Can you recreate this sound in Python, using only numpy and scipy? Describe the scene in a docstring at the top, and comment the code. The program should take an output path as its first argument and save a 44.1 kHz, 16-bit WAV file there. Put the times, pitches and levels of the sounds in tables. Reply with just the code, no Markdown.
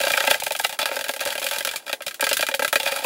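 """A dense rattle is heard first: a wooden stick stirs fast in a full metal paint can, knocking and skipping.
Each contact is a short rough push that excites the modes of the paint-damped can: a low body ring,
upper modes and a bright crack of filtered noise, answered by the diffuse tail of a small hard room.
In places the stick rubs along the wall: random slips through the same modes, with hiss.
Steady shaped noise lies under it all as a low room hum."""
import sys
import numpy as np
from scipy import signal
from scipy.fft import rfft, irfft, next_fast_len
from scipy.io import wavfile
from scipy.ndimage import uniform_filter1d

SR = 44100
rng = np.random.default_rng(int(sys.argv[2]) if len(sys.argv) > 2 else 0)


def master_out(mix):
    """Clip the mix to full scale and print it as 16-bit PCM to the path in sys.argv[1]."""
    frames = np.transpose(np.atleast_2d(mix))
    ceiling = np.clip(frames, -1, 1)
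    pcm = np.round(ceiling * 32767).astype(np.int16)
    wavfile.write(sys.argv[1], SR, pcm)


def to_linear_factor(level_db):
    """Convert decibel levels (scalar or array-like) to linear amplitude factors."""
    exponent = np.asarray(level_db, float) / 20
    return 10 ** exponent


N = 134505
LENGTH, LEAD = 8192, 1024  # samples computed per contact, and those of them ahead of the contact
T = (np.arange(LENGTH) - LEAD) / SR  # s from the contact
AFTER = np.maximum(T, 0)
HZ = np.fft.rfftfreq(LENGTH, 1 / SR)

TAP_RISE_MS, SKID_PEAK_S, SKID_HZ = 0.05, 0.002, 2150
TICK_RING_DB, TICK_HZ = -1, 3430  # upper modes over the crack, best-driven mode
# sharp taps: t/s, contact level/dB, low ring over it level/dB, crack over it level/dB,
# best-driven upper modes f/Hz
TAP_CONTACTS = [(0.0024, -10, -8, -13, 2500), (0.013, -11.5, -19, -6.5, 2340),
                (0.051, -14.5, -38, -4, 2520), (0.118, -16.5, -36, 2, 2490), (0.353, -21.5, -3, -2, 3480),
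                (0.4, -21.5, -40, 1, 3360), (0.4205, -13.5, -7.5, -24, 2520), (0.5072, -8, -8.5, -18, 2380),
                (0.5505, -9, -14.5, -18, 2360), (0.6938, -17, -12, -6.5, 1540), (0.7263, -19, -9, -5, 1650),
                (0.7905, -7, -14.5, -11, 1580), (0.8151, -11, -21, -27, 3480),
                (0.829, -7.5, -15, -21, 3930), (0.8566, -3, -18.5, -16, 2220),
                (0.8881, -14.5, -12, -19, 2350), (0.9143, -9, -12, -37, 1600), (0.9427, -24, -3, -28, 1610),
                (0.966, -8.5, -11, -19, 1700), (0.991, -12, -13, -10.5, 1670),
                (1.0103, -11, -14.5, -10.5, 2540), (1.042, -12, -16.5, -10.5, 1590),
                (1.0639, -17.5, -17.5, -20, 1560), (1.137, -14.5, -14, -10, 1770),
                (1.1631, -16, -11.5, -8.5, 1610), (1.1941, -13.5, -21, -17, 3200),
                (1.2102, -9.5, -15, -14, 1590), (1.2348, -18, -13, -21, 3440),
                (1.2741, -12, -8.5, -8, 1610), (1.304, -11.5, -18, -13, 3430), (1.3252, -13, -31, -9, 1570),
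                (1.3532, -11.5, -14, -12.5, 1620), (1.3787, -10.5, -12.5, -11.5, 3100),
                (1.4169, -14.5, -11.5, -13, 2530), (1.4427, -13, -10.5, -5, 3420),
                (1.5113, -8.5, -15.5, -10.5, 1630), (1.5351, -13.5, -23, -7.5, 3420),
                (1.548, -15, -22, -16, 1610), (1.5849, -12.5, -40, -4.5, 3900),
                (1.607, -9.5, -17, -15, 1660), (1.626, -20, -45, -7.5, 2770),
                (1.6496, -8, -18.5, -6.5, 1550), (1.6728, -10, -13, -7.5, 1680),
                (1.69, -9.5, -43, -19, 3400), (1.7131, -16, -35, -6, 1920),
                (1.737, -15.5, -12, -11.5, 1520), (1.7598, -15, -29, -2.5, 2360),
                (1.865, -19.5, -17, -16, 3380), (1.8793, -14.5, -24, -18, 2590),
                (1.9144, -21, -39, -14, 2410), (1.929, -4.5, -16, -15, 2480),
                (2.0056, -20, -7.5, -35, 1620), (2.0209, -18, -38, -9, 2390),
                (2.0646, -12.5, -12.5, -8, 3600), (2.0805, -12, -32, -10.5, 2360),
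                (2.1104, -18.5, -32, -10.5, 1700), (2.1438, -23, -32, -3, 1410),
                (2.1956, -16, -9.5, -35, 1340), (2.2084, -9, -49, -3.5, 3130),
                (2.225, -4.5, -11.5, -24, 1630), (2.2414, -6.5, -53, -7.5, 2470),
                (2.2673, -4, -18, -15, 1730), (2.2912, -8.5, -54, -6, 2700),
                (2.3125, -4.5, -12.5, -23, 1730), (2.3303, -4.5, -36, -6.5, 3900),
                (2.369, -8, -50, -5.5, 1770), (2.393, -7.5, -13, -16, 2560), (2.4089, -9, -39, -5, 3170),
                (2.4266, -1, -15, -18, 1700), (2.4667, -10, -44, -9, 2540), (2.487, -5, -16.5, -16, 1540),
                (2.5134, -12.5, -13.5, -18, 2480), (2.5404, -3, -15, -22, 2480),
                (2.594, -6, -10.5, -15.5, 1600), (2.6211, -5, -9.5, -20, 1620),
                (2.6472, -1.5, -19.5, -16.5, 1510), (2.679, -10.5, -39, -7, 2480),
                (2.728, -1, -14.5, -12.5, 1310), (2.7567, 2.5, -17, -16.5, 1860),
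                (2.7995, -6.5, -17, -15.5, 3430), (2.8312, -16.5, -8.5, -2.5, 3460),
                (2.9616, -10.5, -16, -9.5, 1440), (2.9905, -20, -5.5, -4, 2340)]
# skids that swell to a peak SKID_PEAK_S after t: t/s, contact level/dB, low ring over it level/dB,
# crack over it level/dB, swell time constant t/ms
SKID_CONTACTS = [(0.035, -5.5, -12, -18, 4.8), (0.0677, -4, -10.5, -22, 4.9), (0.1021, -4, -14, -16, 4.4),
                 (0.1354, 0, -18.5, -24, 4), (0.1736, 1, -18, -26, 2.2), (0.2032, -2, -17, -20, 4.2),
                 (0.2373, -6, -13.5, -31, 4.8), (0.273, 0.5, -11.5, -19, 4.7), (0.3093, 2, -13, -13.5, 6),
                 (0.341, -2.5, -19, -19, 6.8), (0.464, -6, -12.5, -12.5, 2.5),
                 (0.595, -6.5, -10, -13.5, 2.5), (0.6456, 0, -16.5, -16.5, 5.3),
                 (1.0909, -7.5, -11.5, -14, 1.9), (1.258, -10.5, -9.5, -18, 4.9),
                 (1.426, -11.5, -20, -12, 3.1), (1.4644, -5.5, -19.5, -11.5, 1.6),
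                 (1.5604, -9.5, -16, -14.5, 3), (1.8931, -12, -12, -18, 0.95), (2.86, -4.5, -14, -21, 6),
                 (2.8737, -6, -28, -22, 3), (2.9198, -8.5, -13, -12.5, 2.8), (3.022, -27, 0, -22, 2.1),
                 (3.043, -11, 2, -9, 4.3)]
# bright little ticks as the stick's edge bounces back on the rim: t/s, crack level/dB
RIM_TICKS = [(0.082, -18.5), (0.15, -24), (0.1714, -19.5), (0.2243, -24), (0.2506, -19.5), (0.3033, -22),
             (0.4355, -17), (0.4794, -24), (0.521, -17), (0.5638, -21), (0.5901, -21), (0.613, -23.5),
             (0.6657, -23), (0.9062, -32), (0.9575, -22.5), (1.0835, -22), (1.1115, -24.5), (1.2058, -21),
             (1.2527, -19.5), (1.3966, -23), (1.4877, -20), (2.5476, -18), (2.6268, -18)]


def contacts():
    """Intermittent contact: taps, skids and ticks, one row each, differ in force, rise and modes driven."""
    rows = [(*tap, TAP_RISE_MS) for tap in TAP_CONTACTS]
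    for s, level_db, low_db, crack_db, swell_ms in SKID_CONTACTS:
        rows.append((s + SKID_PEAK_S, level_db, low_db, crack_db, SKID_HZ, swell_ms))
    for s, db in RIM_TICKS:
        rows.append((s, db + TICK_RING_DB, -np.inf, -TICK_RING_DB, TICK_HZ, TAP_RISE_MS))
    return [column[:, None] for column in np.transpose(rows)]


PUSH_S = 0.0055  # decay time constant


def push_envelope(rise):
    """Contact force: it grows exponentially to the contact and dies fast after it."""
    return rise * np.exp(-AFTER / PUSH_S)


PITCH_SCATTER, MODE_SCATTER_DB = 0.006, 2.2  # each contact bends the can a little differently


def mode_scatter(contact_count, mode_count):
    """Modal perturbation: every contact shifts the strength (dB) and pitch (share) of each mode."""
    shape = (contact_count, mode_count)
    return MODE_SCATTER_DB * rng.standard_normal(shape), PITCH_SCATTER * rng.standard_normal(shape)


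LOW_BLOW_DB = 7  # clean blow over the rough push
LOW_DELAY_S = 0.0011  # the can's body answers just after the wall
LOW_LAG_S = 0.00034  # the low ring swells late
LOW_FOCUS_DB = 12  # loss per octave away from the best-driven low mode
# low modes of the can's body: f/Hz, width f/Hz, level/dB
LOW_MODES = [(263, 32.4, -6), (451.5, 16.2, -9.5), (540, 37, 2), (592, 116, -1), (738, 130, -4),
             (874, 48, 2.5)]
# best-driven low mode, which moves as the grip on the can shifts: t/s, f/Hz
LOW_MODE_FOCUS = [(0, 607), (.7, 720), (.9, 540)]


def low_ring(s, rough, blow):
    """Modal response: the low body modes ring late, strongest near the best-driven one."""
    push = rfft(rough + to_linear_factor(LOW_BLOW_DB) * blow)
    focus_hz = np.interp(s, *np.transpose(LOW_MODE_FOCUS))
    focus_db = -LOW_FOCUS_DB * np.abs(np.log2(np.array(LOW_MODES)[:, 0] / focus_hz))
    scatter_db, bend = mode_scatter(len(s), len(LOW_MODES))
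    modes = resonances(LOW_MODES, HZ, scatter_db + focus_db, bend)
    delay = np.exp(-2j * np.pi * HZ * LOW_DELAY_S)
    # half-order lag centred on the third mode
    lag = 1 / np.sqrt(1 + 2j * np.pi * (HZ - LOW_MODES[2][0]) * LOW_LAG_S)
    return irfft(push * delay * modes * lag, LENGTH)


BLOW_DB = 2  # clean blow over the rough push
FOCUS_DB, BELOW_FOCUS_DB = 7, 7  # loss per octave over and under the best-driven upper modes
BROAD_HZ, BROAD_WIDTH_HZ, BROAD_DB = 2430, 1950, -15.5  # the many small modes between the named ones
# upper modes of the can: f/Hz, width f/Hz, level/dB
UPPER_MODES = [(1312, 82, -5), (1614, 66, 0), (1892, 51, -8), (2020, 30, -7), (2360, 120, -3),
               (2480, 139, -2.5), (2770, 60, -6.5), (3130, 89, -7.5), (3430, 78, -5), (3895, 84, -5.5),
               (4625, 59, -6.5), (5170, 69, -9.5)]


def upper_ring(focus_hz, rough, blow, envelope):
    """Modal superposition: distinct upper modes ring over one broad band of many small modes."""
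    push = rfft(rough + to_linear_factor(BLOW_DB) * blow)
    octaves = np.log2(np.array(UPPER_MODES)[:, 0] / focus_hz)
    focus_db = np.minimum(-FOCUS_DB * octaves, BELOW_FOCUS_DB * octaves)
    scatter_db, bend = mode_scatter(len(focus_hz), len(UPPER_MODES))
    named = resonances(UPPER_MODES, HZ, scatter_db + focus_db, bend)
    broad = resonances([(BROAD_HZ, BROAD_WIDTH_HZ, BROAD_DB)], HZ, np.zeros_like(focus_hz))
    broad_push = rfft(rng.standard_normal(envelope.shape) * envelope)
    return irfft(push * named + broad_push * broad, LENGTH)


# spectral density of the crack, upper part: f/Hz, level per Hz/dB
CRACK_HIGH_DENSITY = [(4500, -1), (5710, -5.5), (7400, -2.5), (8120, -5), (10900, -2.5), (12500, -6)]
# spectral density of the crack, lower part: f/Hz, level per Hz/dB
CRACK_LOW_DENSITY = [(30, -15), (200, -12.5), (1000, -11), (3000, 0.5)]


def crack_colour(hz):
    """Spectral density: gain of the broad crack of wood on metal."""
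    return to_linear_factor(along(CRACK_LOW_DENSITY + CRACK_HIGH_DENSITY, hz))


CRACK_T60_S, CLICK_S, CLICK_DB = 0.11, 0.0019, 2.5  # slow decay; time constant and level of the sharp front
SNAP_DB = 17.5  # single spike of a tap or tick
TILT_SCATTER_DB, TICK_TILT_DB = 1, 1.5  # dB per octave: random tilt of each contact, brightening of a tick


def crack(rise, is_sharp, is_tick):
    """Broadband impact noise: two-stage decay, with a one-sample spike where the contact is sharp."""
    tilt_db = TILT_SCATTER_DB * rng.standard_normal(is_tick.shape) + TICK_TILT_DB * is_tick
    colour = crack_colour(HZ) * to_linear_factor(tilt_db * np.log2(1 + HZ / BROAD_HZ))
    noise = irfft(rfft(rng.standard_normal(rise.shape)) * colour, LENGTH)
    fade = to_linear_factor(-60 * AFTER / CRACK_T60_S) + to_linear_factor(CLICK_DB) * np.exp(-AFTER / CLICK_S)
    spike = to_linear_factor(SNAP_DB) * is_sharp * rng.standard_normal(is_sharp.shape) * (T == 0)
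    return noise * rise * fade + irfft(rfft(spike) * colour, LENGTH)


ROOM_T60_S, ROOM_DB, ROOM_GAP_S = 0.079, -13.5, 0.0036  # decay, tail level, silence ahead of the tail


def room_answer(direct):
    """Diffuse reverberation: each contact meets a fresh decaying noise tail after a short gap."""
    late = np.arange(LENGTH) / SR
    tail = rng.standard_normal(direct.shape) * to_linear_factor(-60 * late / ROOM_T60_S) * (late > ROOM_GAP_S)
    tail = to_linear_factor(ROOM_DB) * tail / np.linalg.norm(tail, axis=1, keepdims=True)
    return irfft(rfft(direct) * rfft(tail), LENGTH)


LOW_DB, UPPER_DB, CRACK_DB = -3.5, -13.5, -3.5  # peak of each part over its level in the contact row


def knocks():
    """Impact excitation: rough push and clean blow ring the can and crack; the room answers each anew."""
    s, level_db, low_db, crack_db, focus_hz, rise_ms = contacts()
    rise = np.exp(np.minimum(T, 0) * 1000 / rise_ms)
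    envelope = push_envelope(rise)
    rough = rng.standard_normal(envelope.shape) * envelope
    blow = np.linalg.norm(rough, axis=1, keepdims=True) * (T == 0)  # impulse with the energy of the push
    low = to_linear_factor(low_db + LOW_DB) * peak_one(low_ring(s, rough, blow))
    upper = to_linear_factor(UPPER_DB) * peak_one(upper_ring(focus_hz, rough, blow, envelope))
    bright = crack(rise, rise_ms == TAP_RISE_MS, np.isinf(low_db))
    bright = to_linear_factor(crack_db + CRACK_DB) * peak_one(bright)
    direct = to_linear_factor(level_db) * (low + upper + bright)
    wet = direct + room_answer(direct)
    at = np.round(s * SR).astype(int) + np.arange(LENGTH)
    return np.bincount(at.ravel(), wet.ravel(), N + LENGTH)[LEAD:LEAD + N]


SCRAPE_RATE, SCRAPE_SIZE_DB, SCRAPE_HISS_DB = 1300, 4, -4  # mean slips/s, size scatter, hiss over rub level
RUB_ATTACK_S, RUB_RELEASE_S = 0.00043, 0.015  # linear attack, release time constant
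# held rubs along the wall: start t/s, length t/s, level/dB
WALL_RUBS = [(0, 0.1, -32), (0.128, 0.11, -32), (0.227, 0.15, -35.5), (0.692, 0.051, -37.5),
             (0.789, 0.028, -27), (0.855, 0.034, -30.5), (0.92, 0.028, -29.5), (1.055, 0.039, -39),
             (1.204, 0.022, -30.5), (1.267, 0.056, -32.5), (1.33, 0.049, -51), (1.419, 0.06, -37.5),
             (1.514, 0.079, -33.5), (1.691, 0.079, -42), (1.792, 0.055, -54), (1.861, 0.04, -39.5),
             (2.795, 0.041, -32.5), (2.858, 0.032, -26), (2.911, 0.041, -32.5), (2.953, 0.12, -33.5)]


def scrape():
    """Stick-slip friction: tiny uneven slips along the wall excite the can's modes, with hiss."""
    t = np.arange(N) / SR
    level = np.zeros(N)
    for s, length, db in WALL_RUBS:
        attack = np.clip((t - s) / RUB_ATTACK_S, 0, 1)
        level += to_linear_factor(db) * attack * np.exp(-np.maximum(t - s - length, 0) / RUB_RELEASE_S)
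    sizes = to_linear_factor(SCRAPE_SIZE_DB * rng.standard_normal(N)) * rng.standard_normal(N)
    slips = unit((rng.random(N) < SCRAPE_RATE / SR) * sizes)
    m = next_fast_len(N + LENGTH)
    hz = np.fft.rfftfreq(m, 1 / SR)
    driven = LOW_MODES[2:] + UPPER_MODES  # the two lowest modes stay silent
    modes = resonances(driven, hz, np.zeros((1, len(driven))))[0]
    modes = modes / np.sqrt(np.mean(np.abs(modes) ** 2))
    ring = irfft(rfft(level * slips, m) * modes, m)[:N]
    hiss = irfft(rfft(rng.standard_normal(N) + slips, m) * crack_colour(hz), m)[:N]
    return ring + level * to_linear_factor(SCRAPE_HISS_DB) * unit(hiss)


HUM_DB = -53.5  # rms
# spectral density of the room hum, before scaling to HUM_DB: f/Hz, level per Hz/dB
HUM_DENSITY = [(30, -31), (259, 13.5), (740, 20.5), (1130, 8), (3310, -2), (10800, 6), (16000, -10)]


def hum():
    """Stationary noise: a fixed spectral density gives the steady room hum."""
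    m = next_fast_len(N)
    colour = to_linear_factor(along(HUM_DENSITY, np.fft.rfftfreq(m, 1 / SR)))
    return to_linear_factor(HUM_DB) * unit(irfft(rfft(rng.standard_normal(m)) * colour, m)[:N])


def along(points, hz):
    """Logarithmic frequency scale: (f/Hz, level/dB) points are interpolated on it."""
    f, db = np.transpose(points)
    return np.interp(np.log(hz + 1), np.log(f + 1), db)


def unit(x):
    """Mean power: scale to rms 1."""
    return x / np.sqrt(np.mean(x ** 2) + 1e-20)


def peak_one(rows):
    """Short-time power: scale each row so that its rms over 128 samples peaks at 1."""
    top = uniform_filter1d(rows ** 2, size=128, axis=1).max(axis=1, keepdims=True)
    return rows / np.sqrt(top + 1e-20)


def resonances(modes, hz, scatter_db, bend=0):
    """Damped oscillators: summed causal responses; scatter_db and bend have one column per mode."""
    centre, width, db = np.transpose(modes)
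    centre = centre * (1 + bend + 0 * scatter_db)
    total = 0
    for k in range(len(modes)):
        damping = 1j * hz * width[k]
        response = damping / (centre[:, k:k + 1] ** 2 - hz * hz + damping)
        total = total + (-1) ** k * to_linear_factor(db[k] + scatter_db[:, k:k + 1]) * response  # signs alternate
    return total


def scene():
    """Linear superposition: all sources sum in one channel."""
    return (knocks() + scrape() + hum())[None]


def low_pass(x):
    """Removes everything above the highest recorded frequency."""
    return signal.sosfilt(signal.butter(12, 16990, fs=SR, output="sos"), x)


def record(dry):
    """Band limitation: flat below 15.75 kHz, 31 dB down from there to 17 kHz, nothing above."""
    m = next_fast_len(N + LENGTH)
    hz = np.fft.rfftfreq(m, 1 / SR)
    gain = np.where(hz < 15750, 1, to_linear_factor(-31) * (hz < 17000))
    mix = irfft(rfft(dry, m) * gain, m)[:, :N]
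    return low_pass(mix)


dry = scene()
out = record(dry)
master_out(out)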